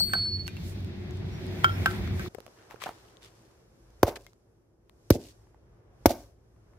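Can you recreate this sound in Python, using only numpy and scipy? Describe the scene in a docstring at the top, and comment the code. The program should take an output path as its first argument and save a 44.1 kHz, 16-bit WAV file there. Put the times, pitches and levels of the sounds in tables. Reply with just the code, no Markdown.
"""A hatchet's steel head rings as it is tossed aside and dry sticks knock together, over the drone of an engine.
Then the drone stops, a hand brushes bark and three blows land on an upright log, each with an echo and splinters.
Shaped noise makes the backgrounds, rustles and cracks; dying sine waves make steel, sticks, log and taps.
Noise bursts that follow the blows are the echo off the house. Two microphones stand a hand apart."""
import sys
import numpy as np
from scipy import signal
from scipy.fft import rfft, irfft, next_fast_len
from scipy.io import wavfile
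from scipy.ndimage import uniform_filter1d

SR = 44100
rng = np.random.default_rng(int(sys.argv[2]) if len(sys.argv) > 2 else 0)


def file_out(sig):
    """Save sig as 16-bit WAV at sys.argv[1]."""
    # one column per channel
    cols = np.atleast_2d(sig).T
    # limit, then scale
    lim = np.clip(cols, -1, 1)
    pcm = np.round(lim * 32767).astype(np.int16)
    wavfile.write(sys.argv[1], SR, pcm)


N = 298997
T = np.arange(N) / SR

# The engine drawing nearer. Each row: time in seconds, then levels of hum, roar and treble in dB.
ENGINE_LEVELS = [(0, -42, -59, -71), (.2, -42.5, -62, -90.5), (.48, -42, -63, -81.5),
                 (.65, -39.5, -59.5, -73), (.92, -43, -59.5, -86), (1.25, -40, -54, -83),
                 (1.55, -43.5, -52, -75), (1.82, -34.5, -46.5, -64), (1.99, -35.5, -47.5, -72),
                 (2.09, -31, -49.5, -71), (2.18, -32.5, -49.5, -68.5), (2.28, -43.5, -51, -68)]
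# Fibres tearing at each blow. Each row: start in seconds, level in dB, length in seconds,
# left over right in dB, extra level thrown towards the house in dB.
FIBRE_CRACKS = [(4.0299, -21, 0.006, 1, 2.5), (5.103, -19, 0.0073, 1, -10), (6.058, -17.5, 0.008, 2.5, 1.5)]


def from_db(db):
    """Turns decibels into a plain multiplier."""
    return 10 ** (np.asarray(db) / 20)


def rms_one(x):
    """Scales a sound to an average strength (RMS) of 1."""
    return x / np.sqrt(np.mean(x ** 2) + 1e-20)


def at_hz(points, hz):
    """Reads a curve of (Hz, value) points, with pitch on a logarithmic scale."""
    points = np.array(points)
    return np.interp(np.log(hz + 1), np.log(points[:, 0]), points[:, 1])


def coloured(x, spectrum):
    """Filters each channel with a curve of (Hz, dB) points."""
    hz = np.fft.rfftfreq(x.shape[-1], 1 / SR)
    return irfft(rfft(x) * from_db(at_hz(spectrum, hz)), x.shape[-1])


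def sides(pan_db):
    """Left and right multipliers; a positive value makes the left louder."""
    return from_db(np.array([[.5], [-.5]]) * pan_db)


def add(out, x, s):
    """Mixes x into out from time s in seconds."""
    i = round(s * SR)
    out[..., i:i + x.shape[-1]] += x[..., :N - i]


def decay(t60, size):
    """A fade that loses 60 dB in t60 seconds."""
    return from_db(-60 * np.arange(size) / SR / max(t60, .001))


def drift(rate):
    """A slow random curve: straight lines between normal random values, two times rate of them a second."""
    knots = np.arange(0, T[-1] + 1, .5 / rate)
    return np.interp(T, knots, rng.standard_normal(len(knots)))


def ring(push, hz, t60):
    """A resonance: a unit click sets a sine of height 1 ringing, which loses 60 dB in t60 seconds."""
    r, w = from_db(-60 / (t60 * SR)), 2 * np.pi * hz / SR
    return signal.lfilter([0, np.sin(w)], [1, -2 * r * np.cos(w), r * r], push + 1e-18)


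def band_levels(rows, follows):
    """Times and five band levels from three curves; two bands follow part of a neighbour's swing."""
    s, bass, middle, treble = np.transpose(rows)
    (low_db, low_share), (high_db, high_share) = follows
    low = low_db + low_share * (middle - middle.mean())
    high = high_db + high_share * (treble - treble.mean())
    return s, bass, low, middle, high, treble


def background(levels, spectrum, hums, patchy_db):
    """Stereo noise, alike in the bass; each octave follows the band levels and flickers on its own."""
    # The five bands whose levels are set. Each row: lower and upper edge in Hz.
    bands = [(40, 130), (130, 500), (500, 4200), (4700, 8000), (9000, 12300)]
    # How alike left and right are. Each row: Hz, likeness from -1 (opposite) to 1 (same).
    likeness = [(110, 0.98), (290, 0.7), (640, 0.45), (1400, 0.06), (3000, -0.37)]
    size = next_fast_len(N)
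    hz = np.fft.rfftfreq(size, 1 / SR)
    alike = np.clip(at_hz(likeness, hz), -1, 1)
    mid, side = rfft(rng.standard_normal((2, size))) * from_db(at_hz(spectrum, hz))
    both = np.sqrt(1 + alike) * mid + np.sqrt(1 - alike) * side * [[1], [-1]]
    for hum_hz, width, lift_db in hums:
        both = both * (1 + (from_db(lift_db) - 1) / (1 + (2 * (hz - hum_hz) / width) ** 2))
    # how far each band must be raised to reach its set level
    power = 2 * np.abs(both.mean(axis=0)) ** 2 / size ** 2
    s, *columns = levels
    lifts = []
    for column, (low, high) in zip(columns, bands):
        lifts.append(column - 10 * np.log10(power[(hz >= low) & (hz < high)].sum()))
    band_centres = np.sqrt(np.prod(bands, axis=1))
    out = 0
    for centre in 2. ** np.arange(5, 15):
        # neighbouring octaves overlap and add up to the whole
        share = np.clip(1 - np.abs(np.log2(np.clip(hz, 32, 16384) / centre)), 0, 1)
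        lift_db = [np.interp(np.log(centre), np.log(band_centres), row) for row in np.transpose(lifts)]
        level_db = np.interp(T, s, lift_db) + patchy_db * drift(9)
        out = out + irfft(both * share, size)[:, :N] * from_db(level_db)
    return out


def quiet_yard():
    """Far traffic and air: shaped noise with a faint band of hiss."""
    # Each row: time in seconds, then levels of bass, middle and treble in dB.
    rows = [(2.3, -61, -68.5, -81.5), (2.45, -67.5, -65.5, -80.5), (2.92, -68.5, -60.5, -81),
            (3.7, -63.5, -71.5, -86), (4.1, -57, -70, -83.5), (4.33, -68.5, -79, -89.5),
            (4.8, -68, -81.5, -96.5), (5.22, -60, -71.5, -77), (5.55, -60, -74, -91),
            (5.9, -60.5, -69.5, -93.5), (6.19, -54.5, -67.5, -74.5), (6.36, -65, -78.5, -91.5),
            (6.78, -60, -71, -90)]
    # The two bands in between. Each row: mean level in dB, share of the middle's or treble's swing.
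    follows = [(-66.5, 0.2), (-86.5, 1.5)]
    # Shape of the noise. Each row: Hz, relative level in dB.
    colour = [(15, -46), (25, -13.5), (53, 6.5), (86, -7), (113, 1), (141, -11), (165, -12.5), (291, -20),
              (333, -11.5), (654, -21.5), (834, -24.5), (1780, -30.5), (2030, -33.5), (4570, -39),
              (12000, -41), (16000, -57.5)]
    # Each row: hiss centre in Hz, width in Hz, lift above its surroundings in dB.
    hiss = [(5500, 2500, 9)]
    return background(band_levels(rows, follows), colour, hiss, patchy_db=.8)


def firing_tone():
    """The engine's firing: a steady tone, wavering a little, that swells with the hum."""
    s, hum_db, *_ = np.transpose(ENGINE_LEVELS)
    hz = 90.8 + 1.5 * drift(4)
    level_db = np.interp(T, s, hum_db) - 1.5
    return from_db(level_db) * np.sin(2 * np.pi * np.cumsum(hz) / SR)


def engine():
    """The drone: shaped noise with narrow hums, plus the firing tone."""
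    # The two bands in between. Each row: mean level in dB, share of the roar's or treble's swing.
    follows = [(-42.5, 0.4), (-65.5, 0.32)]
    # Shape of the noise. Each row: Hz, relative level in dB.
    colour = [(15, -52.5), (25, -15), (96, -3), (123, -8.5), (205, -8.5), (241, -16), (316, -17),
              (361, -13.5), (414, -23.5), (542, -29), (654, -28.5), (1160, -38), (1900, -34), (2270, -34),
              (2950, -41.5), (3450, -38.5), (5500, -46), (8270, -55), (15700, -51.5), (16100, -80.5)]
    # Each row: hum pitch in Hz, width in Hz, lift above the drone in dB.
    hums = [(96, 3, 8.5), (364.6, 6.4, 7)]
    roar = background(band_levels(ENGINE_LEVELS, follows), colour, hums, patchy_db=2.0)
    return roar + firing_tone()


def bird():
    """A far bird: thin whistles, each sliding from one pitch to another."""
    # Each row: start in seconds, length in seconds, first pitch in Hz, last pitch in Hz, level in dB.
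    chirps = [(1.282, 0.13, 5460, 5800, -62), (1.462, .035, 5050, 4840, -60), (1.68, 0.12, 5260, 5330, -58)]
    out = np.zeros(N)
    for s, length, start_hz, end_hz, db in chirps:
        hz = np.linspace(start_hz, end_hz, round(length * SR))
        add(out, from_db(db) * np.hanning(len(hz)) * np.sin(2 * np.pi * np.cumsum(hz) / SR), s)
    return out


def rustles():
    """Bark, grass and cloth: dense uneven grains of noise in a broad band, under a quick swell."""
    # Each row: start in seconds, level in dB, length in seconds, centre in Hz, left over right in dB.
    rows = [(0.133, -57, 0.052, 9000, 8.5), (0.461, -52.5, 0.048, 5960, 2), (0.651, -56.5, 0.12, 9000, -2),
            (1.861, -55.5, 0.2, 10200, -4.5), (2.55, -65, 0.18, 1590, 3), (2.692, -52, 0.068, 1000, 0.5),
            (2.901, -67, 0.35, 4170, 1.5), (3.221, -71.5, 0.46, 4350, 4.5), (2.798, -45, 0.11, 2400, 3.5),
            (2.857, -46.5, 0.087, 785, -4), (2.858, -64, 0.17, 3920, 6), (3.207, -55.5, 0.11, 3180, 1),
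            (4.034, -52.5, .13, 2400, 0.5), (4.062, -42.5, 0.05, 3630, 2.5), (4.153, -46, 0.031, 3080, 0),
            (5.108, -43.5, 0.079, 5030, 1), (5.181, -56.5, 0.19, 4630, 0), (6.079, -41, 0.072, 4600, -0.5),
            (4.165, -68, 0.21, 4870, 0), (6.146, -65, 0.16, 6060, 3)]
    out = np.zeros((2, N))
    for s, db, length, hz, pan_db in rows:
        size = SR // 4 * (1 + int(4 * length))
        # every 63 samples the strength jumps
        jumps_db = 3.8 * np.minimum(rng.exponential(1, size // 63), 3.0)
        grains = rng.standard_normal((3, size)) * from_db(jumps_db).repeat(63)
        alike = np.exp(-hz / 1500)
        band = [(hz / 8, -22), (hz / 2, -4), (hz, 0), (hz * 2, -7), (hz * 8, -26)]
        sound = rms_one(coloured(alike * grains[0] + (1 - alike) * grains[1:], band))
        phase = np.clip(T[:size] / length, 0, 1)
        swell = np.sin(np.pi * phase ** 0.61) ** 1.9
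        add(out, from_db(db) * sides(pan_db) * swell * sound, s)
    return out


def taps(rows, overtone):
    """A bare click of noise, then a short rough ring with one overtone (a pitch ratio)."""
    # Shape of the click. Each row: Hz, gain in dB.
    click_colour = [(300, -9.5), (1000, 5.5), (4000, -6.5), (8000, -17), (16000, -12.5)]
    out, size = np.zeros((2, N)), SR // 10
    for s, db, hz, click_db, pan_db, cycles in rows:
        noise = coloured(rng.standard_normal((2, size)), click_colour)
        click = from_db(click_db) * decay(0.0031, size) * noise
        turns = 2 * np.pi * hz * T[:size]
        rough = from_db(2.7 * rms_one(uniform_filter1d(rng.standard_normal(size), size=30)))
        rise = np.clip(T[:size] * hz / 0.37, 0, 1)  # full after 0.37 of a cycle
        tone = np.sin(turns) + 0.34 * np.sin(overtone * turns)
        body = rise * decay(cycles / hz, size) * rough * tone
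        add(out, from_db(db) * sides(pan_db) * (body + click), s)
    return out


def splinters(count):
    """Rows of tiny taps after each blow, at random moments and pitches, fainter the later they fall."""
    low_hz, high_hz = 1800, 9000
    level_db, loss_db_per_s, span_s = -57, 57, 0.34
    rows = []
    for s, *_ in FIBRE_CRACKS:
        for late, weak, pitch, side in rng.random((count, 4)):
            wait = span_s * late
            db = level_db - loss_db_per_s * wait - 8 * weak
            hz = low_hz * (high_hz / low_hz) ** pitch
            rows.append((s + 0.016 + wait, db, hz, -13, 12 * (side - .5), 30.0))
    return rows


def wood_taps():
    """Small taps of wood and bark, and the splinters: each rings for a few cycles."""
    # Each row: start in seconds, level in dB, pitch in Hz, click over ring in dB, left over right in dB.
    rows = [(.006, -29.5, 780, 0, 8), (.153, -27, 756, -17, 5), (.467, -34, 2900, 0, -6),
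            (.806, -44.5, 9000, 4, 0), (.847, -46, 8650, 11, -2), (1.109, -41, 6750, 3, 4),
            (1.173, -47, 8000, 0, 0), (1.467, -42, 9800, 0, 7), (1.885, -33, 885, -25, -1.5),
            (1.911, -30, 4450, -10, 1), (2.076, -34, 1260, 3, 12), (2.261, -31, 1180, -12, 10.5),
            (2.348, -33, 433, 4, 16), (2.384, -30, 550, -20, 8.5), (2.404, -41.5, 454, 7, -6),
            (2.465, -40, 647, 8, -8), (2.479, -45.5, 587, 0, 12), (2.71, -48.5, 890, 11.5, 21),
            (2.743, -37.5, 450, -16, -9), (2.76, -45.5, 1430, 1, 11), (2.8185, -35, 2000, 5, 11),
            (2.822, -25.5, 1120, -17, 10.5), (2.831, -34, 1700, 7, 7), (2.8378, -25, 2300, 5.5, 9),
            (2.8395, -24.5, 3200, -12, 9), (2.838, -31.5, 564, -20, 2), (2.86, -27, 640, -20, 0),
            (2.863, -25.5, 780, -20, 3), (2.867, -24.5, 795, -20, -9), (2.873, -29.5, 970, -25, 19),
            (2.888, -36, 795, -13, -2), (2.8915, -25.5, 735, -13, 3), (3.085, -48, 2920, -12, 11),
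            (3.17, -45, 3620, -12, 19), (3.905, -53, 6460, -2, -4), (4.1605, -31.5, 1850, 1, 9),
            (4.165, -35, 1750, -5, 0), (4.17, -35, 430, -6, -3.5), (4.333, -52.5, 7100, 8, 2),
            (4.896, -54, 1096, 16, 13.5), (5.47, -53.5, 975, -8, 5.5), (5.545, -49, 841, -18.5, -4),
            (6.563, -57, 1066, -11, 7), (6.735, -54, 1050, -8, 0)]
    cycles = 9.7  # cycles in which the ring loses 60 dB
    return taps([(*row, cycles) for row in rows] + splinters(count=16), overtone=1.7)


def chip_pings():
    """Dry chips, made like the taps but ringing for more cycles."""
    # Each row: start in seconds, level in dB, pitch in Hz, click over ring in dB, left over right in dB,
    # cycles in which the ring loses 60 dB.
    rows = [(.479, -39.5, 2720, 19, -1, 98), (.481, -39, 1560, -3, -1, 54), (.486, -50, 2435, -20, 3, 460),
            (.568, -41, 2720, 11, 1, 105), (4.266, -53, 2130, 20.5, 8.5, 103),
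            (5.217, -58, 2800, -8, 0, 40), (5.253, -56, 2800, -10, 0, 77)]
    return taps(rows, overtone=1.53)


def hatchet_head():
    """Steel modes share the tumbling head's pitch sag and lag; the lowest dips edge-on and dies on landing."""
    # Path of the head. Each row: time in seconds, left over right in dB, samples the left lags.
    path = [(0, 2.5, 6.5), (.05, 11, 3), (.11, -3.5, 0.5), (.23, -2, 0.3), (.29, 4, -1.5), (.33, -4, -2),
            (.47, -7, -0.5), (.56, 3, -2)]
    # The ring dips as the head turns edge-on. Each row: time in seconds, depth in dB, width in seconds.
    dips = [(0.059, 9.5, 0.018), (0.109, 13.5, 0.03), (.308, 6, 0.011), (0.383, 13, 0.012),
            (0.443, 15.5, 0.025)]
    # Pitches of the upper modes in Hz, before the sag.
    upper_hz = [8352, 12540, 13635, 6067]
    # The same modes. Each row: level in dB, seconds to lose 60 dB, left over right in dB.
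    upper_modes = [(-38.5, 0.68, 4), (-52.5, .32, 9.5), (-43, 0.46, -13), (-57, 0.18, 11.5)]
    lowest_hz, sag_hz_per_s = 4421, 25.8  # the pitch sinks as the head flies off
    lands_s, landing_s, landing_loss_db = 0.469, 0.0077, 28  # the grass damps the ring
    still_s = 0.65  # then stills it
    s, pan_db, lag = np.transpose(path)
    t = T[T < still_s]
    left_late = np.array([[1], [0]]) * np.interp(t, s, lag) / SR
    clock = t - sag_hz_per_s / lowest_hz * t ** 2 / 2 - left_late
    level_db = -21.5 - landing_loss_db * np.clip((t - lands_s) / landing_s, 0, 1)
    for dip_s, dip_db, width in dips:
        level_db = level_db - dip_db * np.exp(-((t - dip_s) / width) ** 2)
    strength = from_db(level_db) * decay(2.33, len(t)) * sides(np.interp(t, s, pan_db))
    out = strength * np.sin(2 * np.pi * lowest_hz * clock)
    for mode_hz, (db, t60, mode_pan_db) in zip(upper_hz, upper_modes):
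        turning = from_db(3.3 * drift(36.0)[:len(t)])
        strength = from_db(db) * sides(mode_pan_db) * turning * decay(t60, len(t))
        out += strength * np.sin(2 * np.pi * mode_hz * clock)
    return np.pad(out * np.clip((still_s - t) / 0.016, 0, 1), ((0, 0), (0, N - len(t))))


def sticks():
    """A snap of noise and the sticks' modes; each has a short-lived close twin and wavers as the stick spins."""
    # Each row: start in seconds, samples the left lags, then snap, first and second stick levels in dB.
    hits = [(0.095, 7.2, -50, -71.5, -49.5), (0.1344, 8.2, -21.5, -45, -25),
            (0.254, 7.9, -67.5, -72.5, -51), (1.638, 13, -35, -44.5, -41), (1.6439, 10.9, -17, -19, -22),
            (1.859, 6.6, -17, -31, -19), (2.195, 7.7, -35, -60, -41)]
    # Modes of the two sticks, one list each. Each row: pitch in Hz, level in dB, seconds to lose 60 dB.
    stick_modes = [
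        [(1115, 0, 0.022), (1376, 5.5, 0.12), (2270, -7, 0.067), (3180, -4, 0.08), (5290, -17.5, 0.048)],
        [(802, -9, 0.011), (1100, -5.5, .02), (1323, -8, .12), (1547, 2, 0.1), (1700, -17.5, 0.063),
         (2000, -14.5, .025), (3100, -12, .03)],
    ]
    # Shape of the snap. Each row: Hz, relative level in dB.
    snap_colour = [(300, -17), (800, 3.5), (1500, 2.5), (3000, -7.5), (6000, -18.5), (11000, -22.5),
                   (16000, -15)]
    out, size = np.zeros((2, N)), SR // 4
    for s, lag, snap_db, *levels in hits:
        t = np.maximum(T[:size] - np.array([[lag], [0]]) / SR, 0)
        snap = rms_one(coloured(rng.standard_normal((2, size)), snap_colour))
        fade = decay(0.024, size) + 0.076 * decay(0.24, size)
        add(out, from_db(snap_db) * fade * snap, s)
        for modes, stick_db in zip(stick_modes, levels):
            for hz, db, t60 in modes:
                mode = decay(t60, size) * np.sin(2 * np.pi * hz * t)
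                twin = 1.7 * decay(t60 / 7.2, size) * np.sin(2 * np.pi * 0.992 * hz * t)
                waver = from_db(2.5 * np.clip(t / .012, 0, 1) * drift(90)[:size])
                rise = np.clip(t / 0.00092, 0, 1)
                add(out, from_db(db + stick_db) * rise * waver * (mode + twin), s)
    return out


def thuds():
    """The log radiates the change of the contact force; the ground answers a moment later with a soft thump."""
    # The blade or the lifted log lands, two contacts a blow. Each row: start in seconds,
    # strike level in dB, contact time scale in ms, ground thump push in dB.
    contacts = [(4.029, -21.5, 0.78, -46.5), (4.0322, -1.5, 0.12, -13), (5.1039, -18, 0.49, -38),
                (5.1064, -3, 0.41, -6), (6.0576, -1, 0.19, -22), (6.0608, -7.5, 0.3, -11.5)]
    # Modes of the log. Each row: pitch in Hz, seconds to lose 60 dB.
    log_modes = [(305, 0.024), (372, 0.022), (470, 0.0097), (552, 0.02), (716, 0.026), (860, 0.017),
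                 (1025, 0.022), (1505, 0.015), (2050, 0.027), (2200, 0.027)]
    # Each blow meets the log at another spot. Each row: one blow, level of each mode in dB.
    spots = [(-13.5, -1, 1.5, -4, -9, -11.5, -13.5, -15, -28, -28),
             (-0.5, -5.5, 0, -6, -14.5, -14.5, -15, -10, -15.5, -14),
             (-9.5, -5, -5.5, -7.5, -3, -10.5, -16.5, -11.5, -13, -12)]
    ground_hz, ground_t60_s, ground_late_s = 95, 0.048, 0.0015
    jolts, push = np.zeros((len(spots), N)), np.zeros(N)
    for k, (s, db, contact_ms, ground_db) in enumerate(contacts):
        x = T[:SR // 50] / (contact_ms / 1000)
        change = np.gradient(x ** 2 * np.exp(-x))  # the force rises, then dies away
        add(jolts[k // 2], -from_db(db) * change / np.abs(change).sum(), s)
        soft_push = np.hanning(SR // 170) / (SR // 340)
        add(push, -from_db(ground_db) * soft_push, s + ground_late_s)
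    log = 0
    for (hz, t60), levels in zip(log_modes, np.transpose(spots)):
        log = log + ring(from_db(levels) @ jolts, hz, t60)
    return log + ring(push, ground_hz, ground_t60_s)


def yard_echo():
    """What one click sends back: bursts of noise from ground, stairs and walls, partly alike left and right."""
    # Each row: delay in seconds, level in dB, rise in seconds, seconds to lose 60 dB.
    bursts = [(.004, -21.5, 0.0077, 0.15), (.035, -23.5, .002, .018), (.042, -23, .002, .018),
              (.047, -18.5, .002, 0.02), (.055, -23.5, .001, .02), (.085, -34.5, .006, .04),
              (.056, -26.5, 0.012, .3)]
    # Shape of the whole echo. Each row: Hz, gain in dB.
    echo_colour = [(40, -11), (110, 0.5), (190, -2.5), (300, 4.5), (700, 4), (1200, -0.5), (4000, 5.5),
                   (15000, 3.5)]
    # The part that differs left and right. Each row: Hz, gain in dB.
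    width_colour = [(150, -22), (1200, -5)]
    yard, size = np.zeros((2, N)), SR // 2
    for delay, db, rise, t60 in bursts:
        noise = rng.standard_normal((3, size))
        grain = 1.1 * noise[0] + coloured(noise[1:], width_colour)
        scatter = np.clip(T[:size] / rise, 0, 1) * decay(t60, size) * grain
        add(yard, from_db(db) * scatter / np.sqrt(SR * t60 / 14), delay)
    return coloured(yard[:, :SR], echo_colour)[:, :size]


def blows_and_echoes(knocks):
    """Thuds and tearing fibres, then what ground and house scatter back of these and of the knocks."""
    # Shape of the tearing noise. Each row: Hz, relative level in dB.
    crack_colour = [(200, -14), (550, 8), (1500, -3), (3000, -11), (5800, -5), (8000, -16), (12000, -7.5),
                    (16000, -7)]
    body, size = thuds(), SR // 10
    direct = body * sides(-.5)
    thrown = body + from_db(-5) * knocks  # what reaches the house
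    for s, db, length, pan_db, thrown_db in FIBRE_CRACKS:
        t = T[:size]
        # quick rise, a hold for half the length, then a fade
        shape = np.clip(t / 0.00018, 0, 1) * from_db(-60 * np.maximum(t - length / 2, 0) / (3.3 * length))
        tearing = rms_one(coloured(rng.standard_normal((3, size)), crack_colour))
        crack = from_db(db) * sides(pan_db) * shape * (0.19 * tearing[0] + 1.23 * tearing[1:])
        add(direct, crack, s)
        # towards the house the crack blurs into one click
        far_crack = coloured(np.arange(size) == 99, crack_colour) * np.sqrt(length * SR)
        add(thrown, from_db(db + thrown_db) * far_crack, s)
    return direct + signal.fftconvolve(thrown, yard_echo(), axes=1)[:, :N]


def scene():
    """The drone gives way to the quiet yard in a few milliseconds; all other sounds lie on top."""
    drone_ends_s = 2.289
    fade = np.clip((drone_ends_s - T) / 0.0089, 0, 1)
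    air = fade * engine() + (1 - fade) * quiet_yard()
    knocks = sticks()
    tossed = hatchet_head() + knocks
    small_sounds = wood_taps() + chip_pings() + rustles() + bird()
    return air + tossed + blows_and_echoes(knocks) + small_sounds


def record(dry):
    """The microphones lose the deepest bass; peaks are rounded, the top is cut."""
    bass_cut = signal.butter(4, 44, "high", fs=SR, output="sos")
    thin = signal.sosfilt(bass_cut, dry)
    rounded = 1.675 * np.tanh(thin / 1.42)
    top_cut = signal.cheby2(12, 70, 16800, fs=SR, output="sos")
    return signal.sosfilt(top_cut, rounded)


dry = scene()
out = record(dry)
file_out(out)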